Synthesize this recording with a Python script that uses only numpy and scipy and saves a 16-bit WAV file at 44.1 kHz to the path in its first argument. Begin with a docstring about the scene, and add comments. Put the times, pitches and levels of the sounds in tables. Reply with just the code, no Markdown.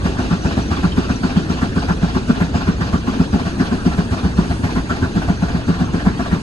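"""Steam traction engine in a walled yard

The engine works under steady load. Twice a turn the exhaust blows up the chimney: a push rings the air in
smokebox and chimney as decaying modes, and a jet of shaped noise barks in the pipe, roars, hisses and spits.
A weaker puff of noise follows every second beat. The valve gear pings and the rods clatter as short sines,
over a grain of small pings; the driven fan and leaking steam rush on as noise without pause, and the sheds
answer with a noise tail."""
import sys
import numpy as np
from scipy import signal
from scipy.fft import rfft, irfft, next_fast_len
from scipy.io import wavfile
from scipy.ndimage import uniform_filter1d

SR = 44100
rng = np.random.default_rng(int(sys.argv[2]) if len(sys.argv) > 2 else 0)


def int16_out(signal):
    """Quantize to a 16-bit WAV file."""
    q = np.round(np.clip(np.atleast_2d(signal).T, -1, 1) * 32767)
    wavfile.write(sys.argv[1], SR, q.astype(np.int16))


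N = 283122

# Exhaust beats: t/s, bark/dB, bark tilt/dB per octave, thump/dB, roar/dB
EXHAUST_BEATS = [(0.0528, -17, -6, -22, -23.5), (0.1896, -20, 28.5, -20, -26),
                 (0.3114, -12.5, -10, -24, -23.5), (0.4501, -16, -4, -15.5, -24),
                 (0.574, -15.5, 6, -18, -25), (0.7132, -22, 15, -15, -23), (0.837, -14.5, -12, -19, -22.0),
                 (0.9756, -12.5, 7.5, -16.5, -24.5), (1.098, -15.5, 9, -15, -25),
                 (1.2391, -16.5, 14.5, -17.5, -23.5), (1.361, -14, -12, -20, -26.5),
                 (1.5, -15.5, -6.5, -18, -25.5), (1.621, -15, 10, -17, -23), (1.764, -17, -4, -20, -26),
                 (1.8879, -16, -17, -18.5, -23), (2.0265, -15.5, -19, -15.5, -25.5),
                 (2.1505, -14.5, 13, -19.5, -25), (2.2886, -12.5, 2, -19, -23),
                 (2.4078, -15, -16, -20.5, -22.5), (2.549, -16, 5, -16, -24),
                 (2.675, -15.5, -9, -19, -24.0), (2.812, -18.5, -12, -16.5, -24.5),
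                 (2.9341, -14.5, 1, -15.5, -23.5), (3.073, -17, 16, -21, -24.5),
                 (3.1971, -12.5, -5, -21, -25.5), (3.3325, -13, -1.5, -15, -26),
                 (3.4576, -21.5, -13, -19, -26), (3.597, -13.5, 8, -23, -22.5), (3.72, -16.5, 11, -20, -28),
                 (3.8575, -12.5, 1, -23.5, -24.5), (3.9823, -14.5, -20, -21, -24.5),
                 (4.1169, -20, 4, -15.5, -24), (4.2398, -16, -13, -16, -26.5),
                 (4.3796, -13, -3, -19, -23.5), (4.502, -21.5, 12, -16.5, -25.5),
                 (4.6408, -18, -8, -15, -23.5), (4.7634, -17, 10, -32, -24.5),
                 (4.9029, -17.5, 12, -19, -22.5), (5.026, -17, 14, -13.5, -23.5),
                 (5.1615, -13.5, -7, -21.5, -24), (5.284, -15, -13, -19, -24.0),
                 (5.422, -16.5, -20, -28, -25.0), (5.546, -17.5, -10, -21, -27.5),
                 (5.6832, -14.5, -8, -15, -24.0), (5.8006, -15.5, -2, -23, -26.5),
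                 (5.9415, -14.5, -2, -25, -24), (6.06, -12, -5, -21.5, -23.5), (6.197, -18, -4, -27, -25.5),
                 (6.3221, -16.5, -3, -17.5, -24)]
# How long after its start each beat's bark swings widest: t/s
BARK_CRESTS = [0.0048, 0.006, 0.0071, -0.0018, 0.0039, 0.0038, 0.0099, 0.007, 0.0077, 0.0003, 0.015, 0.0042,
               0.0135, 0.013, 0.022, 0.0091, 0.013, 0.016, 0.021, 0.0069, 0.026, -0.00076, 0.011, 0.01,
               0.0055, 0.014, 0.0079, 0.0155, 0.0042, 0.0108, 0.0054, 0.017, 0.0187, 0.0118, 0.0149,
               -0.0049, 0.0135, -0.0011, 0.0036, 0.0007, 0.02, 0.0082, 0.005, 0.0225, 0.0233, 0.0045, 0.015,
               0.006, 0.016]
# The two ends of the cylinder take turns: swell stretch/factor, hiss/dB before scatter and sag
CYLINDER_ENDS = [(1.07, -35), (1.07, -33.5)]
# The weaker puff after every second beat: t/s, roar/dB, thud/dB
LATE_PUFFS = [(0.236, -32.5, -29), (0.498, -29, -28.8), (0.761, -31, -25), (1.018, -32, -34),
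              (1.286, -30, -23), (1.561, -30, -31), (1.812, -29.5, -24), (2.071, -30, -32),
              (2.342, -29.5, -21.5), (2.599, -29, -30), (2.856, -29.5, -37), (3.125, -30, -22.5),
              (3.382, -29, -25), (3.646, -29.0, -26.5), (3.906, -29, -34), (4.165, -29.8, -32),
              (4.426, -32, -29.2), (4.69, -28.5, -29.0), (4.951, -30, -30), (5.21, -29, -27),
              (5.473, -29, -38), (5.731, -31.1, -26.8), (5.989, -29.5, -33), (6.25, -29, -27)]

# Air modes of the smokebox, rung by the push: f/Hz, level/dB, swell/s, phase scatter/rad
SMOKEBOX_MODES = [(59.9, -15, 0.037, 0.22), (68.6, -8, 0.013, 0.17), (84, 0, 0.011, 0.25),
                  (100, -10, 0.015, 0.54)]
# Air modes of the chimney, rung by the push: f/Hz, level/dB, swell/s, phase scatter/rad
CHIMNEY_MODES = [(172.2, 0.5, 0.021, 0.74), (200.2, -0.5, 0.016, 0.55), (252.8, -0.5, 0.018, 0.56),
                 (362.7, -11, 0.019, 0.68), (434, -25.5, 0.032, 1.5)]
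# Low pipe resonances under the jet: f/Hz, width/Hz, relative level/dB
PIPE_RESONANCES = [(175, 61.6, 1), (276.4, 40.3, 1.5), (355, 45.2, -6), (414.4, 99.3, -7)]
# Upper resonances that colour the roar: f/Hz, width/Hz, relative level/dB
ROAR_RESONANCES = [(582, 82, -5), (688.3, 46, 4.5), (853, 76, 0), (1007, 62, 0.5), (1157, 86, 0.5),
                   (1364, 45, 2.5), (1520, 144, -1.5), (1730, 157, -2.5), (1892, 276, -7)]

# Colour of the hissing jet: f/Hz, relative level/dB per Hz
HISS_COLOUR = [(1500, -45), (2000, -8), (2400, 7.5), (3100, 6.5), (3600, 4), (4500, 5), (5300, 3),
               (6500, -3), (8000, -9), (11500, -37)]
# Colour of the wet crack at the nozzle: f/Hz, relative level/dB per Hz
SPIT_COLOUR = [(4500, -30), (6500, 6), (8500, -1), (11200, -2), (11700, -30)]
# Random patches of gain in the noise, none in the bass, even above 1500 Hz: f/Hz, depth/dB
PATCH_DEPTH = [(150, 0), (600, 2.6), (1500, 3), (2500, 3), (9000, 3)]

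# The clearest pings of the valve gear: t/s, f/Hz, level/dB
CLEAR_PINGS = [(.418, 5920, -29), (.621, 5900, -29), (.679, 5840, -30), (.765, 3420, -25),
               (.918, 3090, -21.5), (1.155, 5900, -28), (1.371, 3160, -24.5), (2.554, 5070, -32),
               (3.86, 5530, -31), (4.011, 4400, -37), (4.640, 2160, -21), (6.171, 3200, -32)]

# Colour of the steady rush: f/Hz, relative level/dB per Hz
RUSH_COLOUR = [(22, -14.5), (36, -13.5), (46, -7), (58, 0.5), (75, -5.5), (95, -5), (130, -8.5),
               (260, -8.5), (500, -22.5), (750, -26), (1000, -27.5), (1600, -27), (2000, -31.5),
               (2300, -36.5), (2700, -34), (3200, -37.5), (4500, -36), (5300, -42), (6600, -42),
               (7600, -52.5), (11700, -77)]
# Loudness of the rush over time: t/s, level/dB
RUSH_LEVEL = [(0, -20.5), (1.6, -22.5), (3.2, -22.5), (4.8, -22.5), (6.42, -22.5)]
# Colour of a thin leak of steam: f/Hz, relative level/dB per Hz
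LEAK_COLOUR = [(6500, -26), (7600, 0.5), (9800, 0), (10900, -4.5), (11300, -17), (11700, -33)]
# Loudness of the leak over time: t/s, level/dB
LEAK_LEVEL = [(0.0, -51.5), (0.41, -53), (1.98, -53.5), (2.68, -57), (3.86, -50.5), (4.42, -53),
              (4.59, -47.5), (4.9, -53.5), (5.67, -55), (6.42, -52)]

# Decay of the sheds' answer: f/Hz, t60/s
YARD_DECAY = [(60, 0.43), (300, 0.087), (1500, 0.079), (8000, 0.29)]
# Likeness of left and right: f/Hz, correlation/1
STEREO_LIKENESS = [(60, .998), (170, .94), (430, .8), (620, .4), (800, .6), (1100, .68), (1500, .58),
                   (1700, .3), (1980, .85), (2200, .6), (2400, .1), (3100, .42), (3500, .2), (4000, .42),
                   (4500, .35), (4900, .1), (5500, .55), (5950, .15), (6400, .78), (6850, .65), (7200, .15),
                   (7700, .28), (8700, .05), (9800, .52), (10500, .5), (11000, .22), (11500, .7)]
# Colour difference between left and right: f/Hz, left over right/dB
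STEREO_LEAN = [(40, -0.5), (150, -0.5), (300, 2), (600, 2.5), (1200, 0.5), (1600, -1), (2500, -2),
               (4200, 0), (6800, -0.5), (7050, -4.5), (9400, -5), (10000, -2), (11500, -.5)]
# Phase between left and right: f/Hz, left lead/rad
STEREO_PHASE = [(110, 0), (170, .5), (420, .66), (550, 1), (750, .6), (900, 1.1), (1100, 1.6), (1550, 1.75),
                (1850, 2.8), (2250, 3.3), (2600, 6.7), (3250, 8.3), (3750, 6.3), (4350, 5.3), (4750, 6),
                (5050, 9.4), (5750, 9.4), (6100, 12.6), (6850, 12.6), (7600, 15.7), (7900, 15.8),
                (8600, 17.6), (9350, 22), (10500, 22), (11300, 18.9)]

USUAL_CREST_S, CREST_PULL = 0.011, 0.31  # a late crest drags the swell along by this share
PIPE_JET_DB, SPIT_DB = -4, -26  # jet in the low pipe over the bark, spit over the roar
RASP_HZ, RASP_DB = 220, 1  # the jet flutters as it tears out of the nozzle
HISS_SCATTER_DB, HISS_SAG_DB_PER_S = 0.6, 0.9  # varies from beat to beat; slowly weakens
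LATE_HISS_DB, LATE_DULL_HZ = -4, 5530  # hiss of the late puff over its roar; it lacks the top
THUD_AFTER_S = 0.022  # the low pipe answers the late puff
PING_ROUGH_RAD = 0.08  # wander of a ping's phase per sample
CLATTER_DB, CLATTER_SPREAD_DB, CLATTER_RING_S = -36.5, 1.5, 0.008
YARD_DB, YARD_DELAY_SAMPLES = -14.5, 1100
TOP_HZ = 11750  # band limit


def amp(db):
    """Decibels to amplitude."""
    return 10 ** (np.asarray(db) / 20)


def unit(x):
    """Scale to an rms of 1."""
    return x / np.sqrt(np.mean(x ** 2) + 1e-20)


def along(points, hz):
    """Read a curve of (f/Hz, value) points on a log frequency axis."""
    f, value = np.transpose(points)
    return np.interp(np.log(hz + 1), np.log(f + 1), value)


def colour(points):
    """Turn a curve of (f/Hz, level/dB) points into an amplitude response."""
    return lambda hz: amp(along(points, hz))


def filtered(x, response):
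    """Shape the spectrum of x by a complex response of frequency."""
    size = next_fast_len(N + SR // 2)
    hz = np.fft.rfftfreq(size, 1 / SR)
    return irfft(rfft(x, size) * response(hz), size)[..., :N]


def resonances(modes):
    """Sum a row of band-pass resonances with alternating signs."""
    def response(f):
        total = 0
        for k, (centre, width, db) in enumerate(modes):
            damping = 1j * f * width
            total = total + (-1) ** k * amp(db) * damping / (centre ** 2 - f ** 2 + damping)
        return total
    return response


def noise(response):
    """Two partly alike noises of joint rms 1, with random patches of gain."""
    hz, _, cells = signal.stft(rng.standard_normal((2, N)), SR, nperseg=512)
    field = rng.standard_normal(cells.shape[1:])
    field = uniform_filter1d(uniform_filter1d(field, size=4, axis=0), size=4, axis=1)
    patches = amp(along(PATCH_DEPTH, hz)[:, None] * unit(field))
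    pair = signal.istft(cells * patches, nperseg=512)[1][:, :N]

    def mid_side(hz):
        angle = np.arccos(np.clip(along(STEREO_LIKENESS, hz), -1, 1)) / 2
        return response(hz) * [np.cos(angle), np.sin(angle)]

    mid, side = filtered(pair, mid_side)
    return unit(np.array([mid + side, mid - side]))


def puffs(times, levels_db, rise, fall):
    """Steam flow: each puff rises and dies away, with its peak at the given level."""
    flow, t = np.zeros(N + SR), np.arange(SR // 2) / SR
    shape = (1 - np.exp(-t / rise)) ** 2 * np.exp(-t / fall)
    shape = shape / shape.max()
    for when, db in zip(times, levels_db):
        flow[max(round(when * SR), 0):][:len(t)] += amp(db) * shape
    return flow[:N]


def rings(times, crests, levels_db, tilts_db, modes, stretches, order, lead=0.0069):
    """Each push swells all air modes; their swings fall roughly in step at the crest of the beat."""
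    out, t = np.zeros(N + SR), np.arange(SR // 4) / SR
    for when, crest, db, tilt_db, stretch in zip(times, crests, levels_db, tilts_db, stretches):
        start = round((when - lead) * SR)
        for hz, mode_db, swell, scatter in modes:
            size, slip = scatter * rng.standard_normal(2)
            swing = np.cos(2 * np.pi * hz * (t - lead - crest) + slip)
            u = t / (swell * stretch)
            envelope = (u * np.exp(1 - u)) ** order
            colour_db = tilt_db * np.log2(min(hz, 260) / 205)  # upward tilt favours the upper modes
            out[start:][:len(t)] += amp(db + mode_db + colour_db + 1.3 * size) * envelope * swing
    return out[:N]


def push(s, drag, bark_db, tilt_db, thump_db, stretches):
    """The push of each beat rings the smokebox as a thump and the chimney as a bark."""
    thump = rings(s + 0.0012, 0 * s, thump_db, 0 * s, SMOKEBOX_MODES, stretches, order=1)
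    thump = filtered(thump, lambda hz: 1 - 1 / (1 + (hz / 52) ** 10))  # low cut below the modes
    crests = np.array(BARK_CRESTS) - drag
    return thump + rings(s + drag, crests, bark_db, tilt_db, CHIMNEY_MODES, stretches, order=3)


def pipe_jet(s, bark_db, late, thud_db):
    """Steam noise excites the low pipe: under each bark, and as a thud after each late puff."""
    bark = puffs(s - 0.008, bark_db + PIPE_JET_DB, rise=0.013, fall=0.021)
    thud = puffs(late + THUD_AFTER_S, thud_db, rise=0.013, fall=0.012)
    bright_pipe = lambda hz: resonances(PIPE_RESONANCES)(hz) * (hz / 200) ** 1.106
    return bark * noise(resonances(PIPE_RESONANCES)) + thud * noise(bright_pipe)


def roar(s, drag, roar_db, late, late_roar_db):
    """Fluttering steam flow roars through the upper resonances."""
    flow = puffs(s - 0.013 + 0.25 * drag, roar_db, rise=0.023, fall=0.019)
    flow = flow + puffs(late, late_roar_db, rise=0.014, fall=0.02)
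    flutter = filtered(rng.standard_normal(N), lambda hz: (hz > 20) / (1 + (hz / RASP_HZ) ** 2))
    rasp = unit(amp(RASP_DB * unit(flutter)))
    return rasp * flow * noise(resonances(ROAR_RESONANCES))


def hiss(s, hiss_db, late, late_roar_db):
    """The jet's turbulence hisses in the treble; the late puffs hiss more dully."""
    beat_db = hiss_db + HISS_SCATTER_DB * rng.standard_normal(len(s)) - HISS_SAG_DB_PER_S * s
    late_db = late_roar_db + LATE_HISS_DB - HISS_SAG_DB_PER_S * late
    beat_flow = puffs(s - 0.02, beat_db, rise=0.057, fall=0.028)
    late_flow = puffs(late, late_db, rise=0.019, fall=0.024)
    dull = lambda hz: colour(HISS_COLOUR)(hz) / (1 + (hz / LATE_DULL_HZ) ** 2)
    return beat_flow * noise(colour(HISS_COLOUR)) + late_flow * noise(dull)


def spit(s, roar_db):
    """Short bursts of high noise give the wet crack at the nozzle."""
    flow = puffs(s - 0.022, roar_db + SPIT_DB, rise=0.021, fall=0.011)
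    return flow * noise(colour(SPIT_COLOUR))


def exhaust():
    """Rung air modes and steam noise share the timing of the beats and late puffs."""
    s, bark_db, tilt_db, thump_db, roar_db = np.transpose(EXHAUST_BEATS)
    late, late_roar_db, thud_db = np.transpose(LATE_PUFFS)
    stretches, hiss_db = np.resize(CYLINDER_ENDS, (len(s), 2)).T
    drag = CREST_PULL * (np.array(BARK_CRESTS) - USUAL_CREST_S)
    beat = push(s, drag, bark_db, tilt_db, thump_db, stretches) + pipe_jet(s, bark_db, late, thud_db)
    steam = roar(s, drag, roar_db, late, late_roar_db) + hiss(s, hiss_db, late, late_roar_db)
    return beat + steam + spit(s, roar_db)


def pings(count=500):
    """Random brief high pings, rough in phase, make a fine grain; a few listed ones stand out."""
    draw = rng.random((count, 3))
    times, pitches = draw[:, 0] * N / SR, 2200 * 2.9 ** draw[:, 1]
    grain = np.c_[times, pitches, -44 - 2 * np.log(draw[:, 2])]
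    out, t = np.zeros(N + SR), np.arange(SR // 20) / SR
    envelope = (1 - np.exp(-t / 0.003)) * np.exp(-t / 0.011)
    for when, hz, db in [*CLEAR_PINGS, *grain]:
        wander = np.cumsum(rng.normal(0, PING_ROUGH_RAD, len(t)))
        out[round(when * SR):][:len(t)] += amp(db) * envelope * np.sin(2 * np.pi * hz * t + wander)
    return out[:N]


def clatter(count=400):
    """Gears and rods knock dully at random moments, each a short decaying sine."""
    draw = rng.random((count, 3))
    out, t = np.zeros(N + SR), np.arange(SR // 20) / SR
    envelope = (1 - np.exp(-t / 0.0035)) * np.exp(-t / CLATTER_RING_S)
    for when, pitch, size in draw:
        db = CLATTER_DB - CLATTER_SPREAD_DB * np.log(size) - 9 * pitch  # the higher, the weaker
        hz = 300 * 6.5 ** pitch
        out[round(when * N):][:len(t)] += amp(db) * envelope * np.sin(2 * np.pi * hz * t)
    return out[:N]


def rush():
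    """The fan's rumble and the leaking steam: unbroken noises that follow slow level curves."""
    t = np.arange(N) / SR
    level = lambda curve: amp(np.interp(t, *np.transpose(curve)))
    fan_and_steam = level(RUSH_LEVEL) * noise(colour(RUSH_COLOUR))
    return fan_and_steam + level(LEAK_LEVEL) * noise(colour(LEAK_COLOUR))


def yard(x):
    """The sheds answer with a delayed noise tail; each frequency dies at its own speed."""
    hz, t, cells = signal.stft(rng.standard_normal((2, SR // 2)), SR, nperseg=256)
    alike = along(STEREO_LIKENESS, hz)[:, None]
    cells[1] = alike * cells[0] + np.sqrt(np.clip(1 - alike ** 2, 0, 1)) * cells[1]
    decay = amp(-60 * t / along(YARD_DECAY, hz)[:, None])
    tail = signal.istft(cells * decay, SR, nperseg=256)[1]
    tail = tail / np.linalg.norm(tail[0])
    delayed = np.pad(x, ((0, 0), (YARD_DELAY_SAMPLES, 0)))
    return signal.fftconvolve(delayed, tail, axes=1)[:, :N]


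def scene():
    """The engine's beats and mechanism echo in the yard; the rush is added without echo."""
    engine = exhaust() + pings() + clatter()
    return engine + amp(YARD_DB) * yard(engine) + rush()


def record(dry):
    """Left and right differ in phase and colour; peaks round off; nothing stays above the band limit."""
    side = np.array([[0.5], [-0.5]])  # left, right: half of each difference
    lean = lambda hz: amp(side * along(STEREO_LEAN, hz))
    turn = lambda hz: np.exp(1j * side * along(STEREO_PHASE, hz))
    heard = filtered(dry, lambda hz: lean(hz) * turn(hz))
    rounded = heard / (1 + np.abs(heard) ** 14) ** (1 / 14)
    return filtered(rounded, lambda hz: hz < TOP_HZ)


dry = scene()
out = record(dry)
int16_out(out)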